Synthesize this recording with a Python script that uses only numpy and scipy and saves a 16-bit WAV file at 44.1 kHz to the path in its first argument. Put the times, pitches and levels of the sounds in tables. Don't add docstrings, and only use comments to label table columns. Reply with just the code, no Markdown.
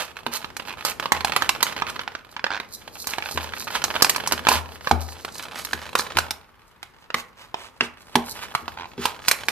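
import sys
import numpy as np
from scipy import signal
from scipy.fft import rfft, irfft, next_fast_len
from scipy.io import wavfile
from scipy.ndimage import map_coordinates

SR = 44100
rng = np.random.default_rng(int(sys.argv[2]) if len(sys.argv) > 2 else 0)


def transcribe(u):
    v = np.clip(np.atleast_2d(u).T, -1, 1)
    q = np.round(v * 32767).astype(np.int16)
    wavfile.write(sys.argv[1], SR, q)


N = 419371
TIME_S = np.arange(N) / SR


def gain_of(db):
    return 10 ** (np.asarray(db) / 20)


def unit_rms(x):
    return x / np.sqrt(np.mean(x ** 2) + 1e-20)


def at_hz(points, hz):
    f, value = np.transpose(points)
    return np.interp(np.log(hz + 1), np.log(f + 1), value)


def curve(rows, column):
    rows = np.asarray(rows)
    return np.interp(TIME_S, rows[:, 0], rows[:, column])


def add(mix, start_s, sound):
    part = mix[..., max(round(start_s * SR), 0):][..., :sound.shape[-1]]
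    part += sound[..., :part.shape[-1]]


def coloured(x, spectrum):
    size = next_fast_len(x.shape[-1])
    response = gain_of(at_hz(spectrum, np.fft.rfftfreq(size, 1 / SR)))
    return irfft(rfft(x, size) * response, size)[..., :x.shape[-1]]


def resonance(x, hz, width_hz):
    return signal.lfilter(*signal.iirpeak(hz, hz / width_hz, SR), x)


def clicks(per_s, spread_db):
    size = gain_of(spread_db * np.minimum(rng.exponential(1, N), 5)) * rng.choice([-1, 1], N)
    return size * (rng.random(N) < per_s / SR)


# t/s, rustle level/dB, fizz level/dB
HANDLING = [(0, -54, -58), (.76, -46.5, -62), (1.3, -37, -76), (1.95, -40.5, -78), (2.22, -58, -76),
            (2.9, -50.5, -43), (3.9, -37, -43), (4.45, -35.5, -78), (4.7, -46.5, -48), (5.17, -48, -43),
            (5.4, -45.5, -46.5), (6.25, -44, -52), (6.45, -67.5, -73), (7.95, -62.5, -68.5),
            (8.3, -47, -47), (8.9, -53.5, -60), (9.51, -43.5, -39.5)]
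RUSTLE, FIZZ = 1, 2
# t/s, length/s, scrape level/dB, fizz level/dB
STROKES = [(-.07, 0.14, -22, -37), (0.31, 0.083, -25.5, -27.5), (0.828, .11, -26.5, -30.5),
           (3.046, 0.13, -36.5, -38.5), (4.458, 0.15, -19, -26.5), (5.543, 0.089, -33.5, -41),
           (7.343, 0.14, -43, -88), (8.305, 0.16, -39, -65), (8.96, 0.18, -28.5, -42.5),
           (7.801, 0.085, -30, -71), (7.147, 0.085, -30.5, -40), (7.525, 0.2, -37, -62)]

def hand_motion(column):
    sway = sum(np.sin(2 * np.pi * (hz * TIME_S + rng.random())) / np.sqrt(hz)
               for hz in np.geomspace(3, 30, num=20))
    grip = gain_of(8.1 * unit_rms(sway) - 5.5)
    swells = sum(gain_of(levels_db[column - 1]) * np.sin(np.pi * np.clip((TIME_S - s) / length_s, 0, 1)) ** 2
                 for s, length_s, *levels_db in STROKES)
    return grip * gain_of(curve(HANDLING, column)) + swells


# f/Hz, width/Hz, level/dB
TRAY_MODES = [(1026, 500, 4.5), (1370, 830, 2.5), (2410, 1200, 0.5), (3460, 400, -12.5), (514, 83, -5.5)]

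def tray_ring(drive):
    return sum(gain_of(db) * resonance(drive, hz, width_hz) for hz, width_hz, db in TRAY_MODES)


def scrape():
    friction = tray_ring(clicks(per_s=3000, spread_db=3.5))
    return gain_of(-4.5) * hand_motion(RUSTLE) * unit_rms(friction)


# f/Hz, level/dB
FILM_SPECTRUM = [(2350, -62), (4000, -0.5), (4580, -3.5), (9040, -9), (13300, -8.5), (14700, -16),
                 (15500, -55)]

def fizz():
    return hand_motion(FIZZ) * unit_rms(coloured(clicks(per_s=3100, spread_db=4.5), FILM_SPECTRUM))


def crackle():
    panels_hz = np.geomspace(850, 3200, num=12) * rng.uniform(0.8, 1.05, 12)
    ticks = sum(signal.oaconvolve(clicks(per_s=3.5, spread_db=2.0), pop(0, hz, snap_db=-19.5))[:N]
                for hz in panels_hz)
    return gain_of(curve(HANDLING, RUSTLE) + 3.5) * unit_rms(ticks)


# f/Hz, level/dB, t60/s
TABLE_MODES = [(237.1, -2, 0.24), (144, -6, 0.11), (190, -10, .15), (334, -7, 0.18), (391.7, -5.5, 0.16),
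               (453, -7.5, 0.19)]
BOOM_HZ, BOOM_T60_S = 80.1, 0.54

def table_rumble():
    push = rng.standard_normal((2, N)) * gain_of(0.65 * curve(HANDLING, RUSTLE))
    boom = gain_of([[4], [-10]]) * resonance(push, BOOM_HZ, width_hz=54)
    modes = sum(gain_of(db - 5) * resonance(0.54 * push[0] + push, hz, width_hz=60)
                for hz, db, _ in TABLE_MODES)
    return boom + modes


# f/Hz, level/dB
HUSH_SPECTRUM = [(18, -42), (30, 4), (197, -11), (431, -33), (995, -6), (3870, -24.5), (8480, -40),
                 (13600, -31), (15500, -44.5)]

def hush(rms_db=-56.5):
    noise = rng.standard_normal((3, N))
    return gain_of(rms_db) * unit_rms(coloured(noise[:2] + 1.3 * noise[2], HUSH_SPECTRUM))


def pop(db, hz, snap_db, t60_cycles=12.7):
    t = np.arange(1600) / SR
    shake, hiss = rng.standard_normal((2, len(t)))
    panel = np.sin(2 * np.pi * hz * t) * gain_of(-60 * t * hz / t60_cycles) * (1 - np.exp(-t / 0.000067))
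    tray = tray_ring(shake * np.exp(-t / 0.0031))
    body = panel / abs(panel).max() + 1.19 * tray / abs(tray).max()
    body = signal.lfilter(*signal.butter(3, 5000, fs=SR), body)
    snap = coloured(hiss, FILM_SPECTRUM) * np.exp(-t / 0.0045) * (1 - np.exp(-t / 0.0001))
    return gain_of(db) * (body / abs(body).max() + gain_of(snap_db + 6.0) * snap / abs(snap).max())


# t/s, level/dB, f/Hz, relative snap level/dB
POPS = [(0.168, -21.5, 1740, -22), (0.265, -10, 980, -23), (0.445, -15, 1230, -35),
        (0.567, -17.5, 1700, -10), (0.598, -18, 1250, -28), (0.85, -9.5, 1290, -6),
        (0.998, -10.5, 1220, -18), (1.057, -10.5, 1040, -28), (1.12, 0.5, 1050, -17),
        (1.247, -7, 1000, -11), (1.363, -3, 1190, -15), (1.422, -3.5, 1580, -21), (1.492, -2, 4040, -10.5),
        (1.628, -6, 4500, -3.5), (1.821, -7.5, 1180, -42), (1.899, -21.5, 1370, -9),
        (1.963, -18, 1720, -42), (1.993, -14.5, 1420, -46), (2.077, -14.5, 1500, -52),
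        (2.151, -15.5, 1463, -41), (2.365, -17, 1420, -49), (2.394, -20.5, 1720, -45),
        (2.442, -5.5, 1650, -39), (2.466, -10, 1740, -39), (2.505, -15, 1310, -40), (2.6, -15.5, 1810, -27),
        (3.071, -17.5, 1120, -1), (3.136, -11, 2310, -31), (3.183, -11.5, 820, -20),
        (3.224, -13.5, 2460, -39), (3.259, -14, 2520, -40), (3.375, -10, 2600, -21.5),
        (3.537, -15, 1950, -39), (3.84, -8.5, 4360, -5), (3.963, -7, 1480, -38), (4.022, -1.5, 1130, -2.5),
        (4.046, -4.5, 4700, -8), (4.096, -6, 1830, -2), (4.161, -9.5, 4540, -11.5),
        (4.274, -14, 1050, -1.5), (4.322, -4.5, 1020, -7.5), (4.469, 0.5, 1390, -32), (4.487, -1, 970, -8),
        (4.517, -4, 1010, -21), (4.872, -7, 1090, -39), (4.912, 3, 784, -23.5), (5.248, -16.5, 1060, -13),
        (5.649, -19, 3660, -3), (5.732, -9.5, 1730, -12), (5.953, -3, 1390, -17), (5.994, -8.5, 1060, -18),
        (6.17, -2.5, 2320, -16.5), (6.186, -4.5, 1370, -11.5), (6.308, -13.5, 3430, -6),
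        (6.829, -21, 1586, -16), (7.103, -19.5, 1370, -47.5), (7.143, -7, 2050, -16.5),
        (7.543, -12, 960, -31), (7.808, -1.5, 2100, -42), (8.155, -0.5, 854, -14.5),
        (8.55, -4, 1190, -21.5), (8.68, -12, 970, -31), (9.055, -4.5, 995, -14), (9.283, -2, 2790, -5.5),
        (9.313, -1, 2300, -9), (9.485, -3.5, 2330, -13)]

def panel_pops():
    parts = np.zeros((3, N))
    for k, (s, db, hz, snap_db) in enumerate(POPS):
        add(parts[k % 3], s, pop(db, hz, snap_db))
    return parts


# t/s, knock level/dB, boom level/dB
KNOCKS = [(0.262, -29, -48), (1.121, -45, -30), (3.339, -30.5, -24), (4.319, -25, -29.5),
          (4.497, -26, -26.5), (4.539, -37.5, -18.5), (4.912, -18.5, -12), (5.729, -30, -32),
          (6.149, -30, -24), (7.147, -34.5, -45), (7.81, -24.5, -41), (8.153, -13.5, -35),
          (8.619, -39, -35.5), (8.979, -22, -35)]

def table_knocks():
    out = np.zeros((2, N))
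    t = np.arange(round(.7 * SR)) / SR
    for s, knock_db, boom_db in KNOCKS:
        scatter_db = rng.normal(0, 2.34, len(TABLE_MODES))
        modes = sum(gain_of(db + offset_db - 60 * t / t60_s) * np.sin(2 * np.pi * hz * t)
                    for (hz, db, t60_s), offset_db in zip(TABLE_MODES, scatter_db))
        modes *= 1 - np.exp(-t / 0.0034)
        boom = gain_of(boom_db - 60 * t / BOOM_T60_S) * np.sin(2 * np.pi * BOOM_HZ * t)
        boom *= 1 - np.exp(-t / 0.012)
        add(out, s, gain_of(knock_db) * modes / abs(modes).max() + boom * gain_of([[0], [-16]]))
    return out


# t/s, length/s, slip rate/Hz, first level/dB, f/Hz
CREAKS = [(.683, .055, 92, -22, 2500), (2.516, .065, 101, -14, 1550), (8.7745, .085, 87, -21, 1000)]

def creaks(fade_db_per_s=60, jitter_s=.0004):
    out = np.zeros(N)
    for s, length_s, slip_hz, db, hz in CREAKS:
        for t in np.arange(0, length_s, 1 / slip_hz):
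            add(out, s + t + rng.normal(0, jitter_s), pop(db - fade_db_per_s * t, hz, snap_db=-45))
    return out


# t/s, left over right level/dB, left lag/ms
POSITION = [(0, -6.5, 0.068), (5, -3.5, 0.063), (7.2, -3.5, -0.15), (9.5, -4, -0.024)]

def microphones(x, extra_lag_ms, echo_gain=.3):
    half_db = curve(POSITION, 1) / 2
    half_lag = (curve(POSITION, 2) + extra_lag_ms) * SR / 2000
    pair = [map_coordinates(x, [np.arange(N) - side * half_lag], order=3) * gain_of(side * half_db)
            for side in (1, -1)]
    echoes = np.zeros((2, 700))
    echoes[:, 0] = 1
    at = rng.integers(12, 400, (2, 9))
    np.put_along_axis(echoes, at, echo_gain * rng.choice([-1, 1], at.shape) * np.exp(-at / 250), 1)
    return signal.oaconvolve(np.array(pair), echoes, axes=1)[:, :N]


# f/Hz, t60/s
ROOM_DECAY = [(200, 0.64), (1400, 0.38), (4000, 0.23)]

def reverb(x, level_db=-13):
    taps = np.zeros((2, SR // 2))
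    at = np.arange(300, SR // 2 - 20, 20) + rng.integers(0, 20, (2, (SR // 2 - 301) // 20))
    np.put_along_axis(taps, at, rng.choice([-1., 1.], at.shape), 1)
    taps[1] = .7 * taps[0] + 1.2 * taps[1]
    hz, t, bands = signal.stft(taps, SR, nperseg=256)
    decay = gain_of(-60 * t / at_hz(ROOM_DECAY, hz)[:, None])
    tail = signal.istft(bands * decay, SR, nperseg=256)[1]
    return gain_of(level_db) * signal.fftconvolve(x[None], tail / np.linalg.norm(tail[0]), axes=1)[:, :N]


def scene():
    rustle = scrape() + fizz() + crackle()
    pops = panel_pops()
    pops[0] += creaks()
    lags_ms = (0.0011, -0.03, 0.013, 0.076)
    tray = sum(microphones(part, ms) + reverb(part) for part, ms in zip([rustle, *pops], lags_ms))
    return tray + table_rumble() + table_knocks() + hush()


def record(dry, low_hz=45, high_hz=15300):
    clipped = np.clip(dry, -1, 1)
    highpassed = signal.lfilter(*signal.butter(2, low_hz, "high", fs=SR), clipped)
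    lowpass = signal.firwin(255, high_hz, window=("kaiser", 7), fs=SR)
    return signal.oaconvolve(highpassed, lowpass[None], "same")


dry = scene()
out = record(dry)
transcribe(out)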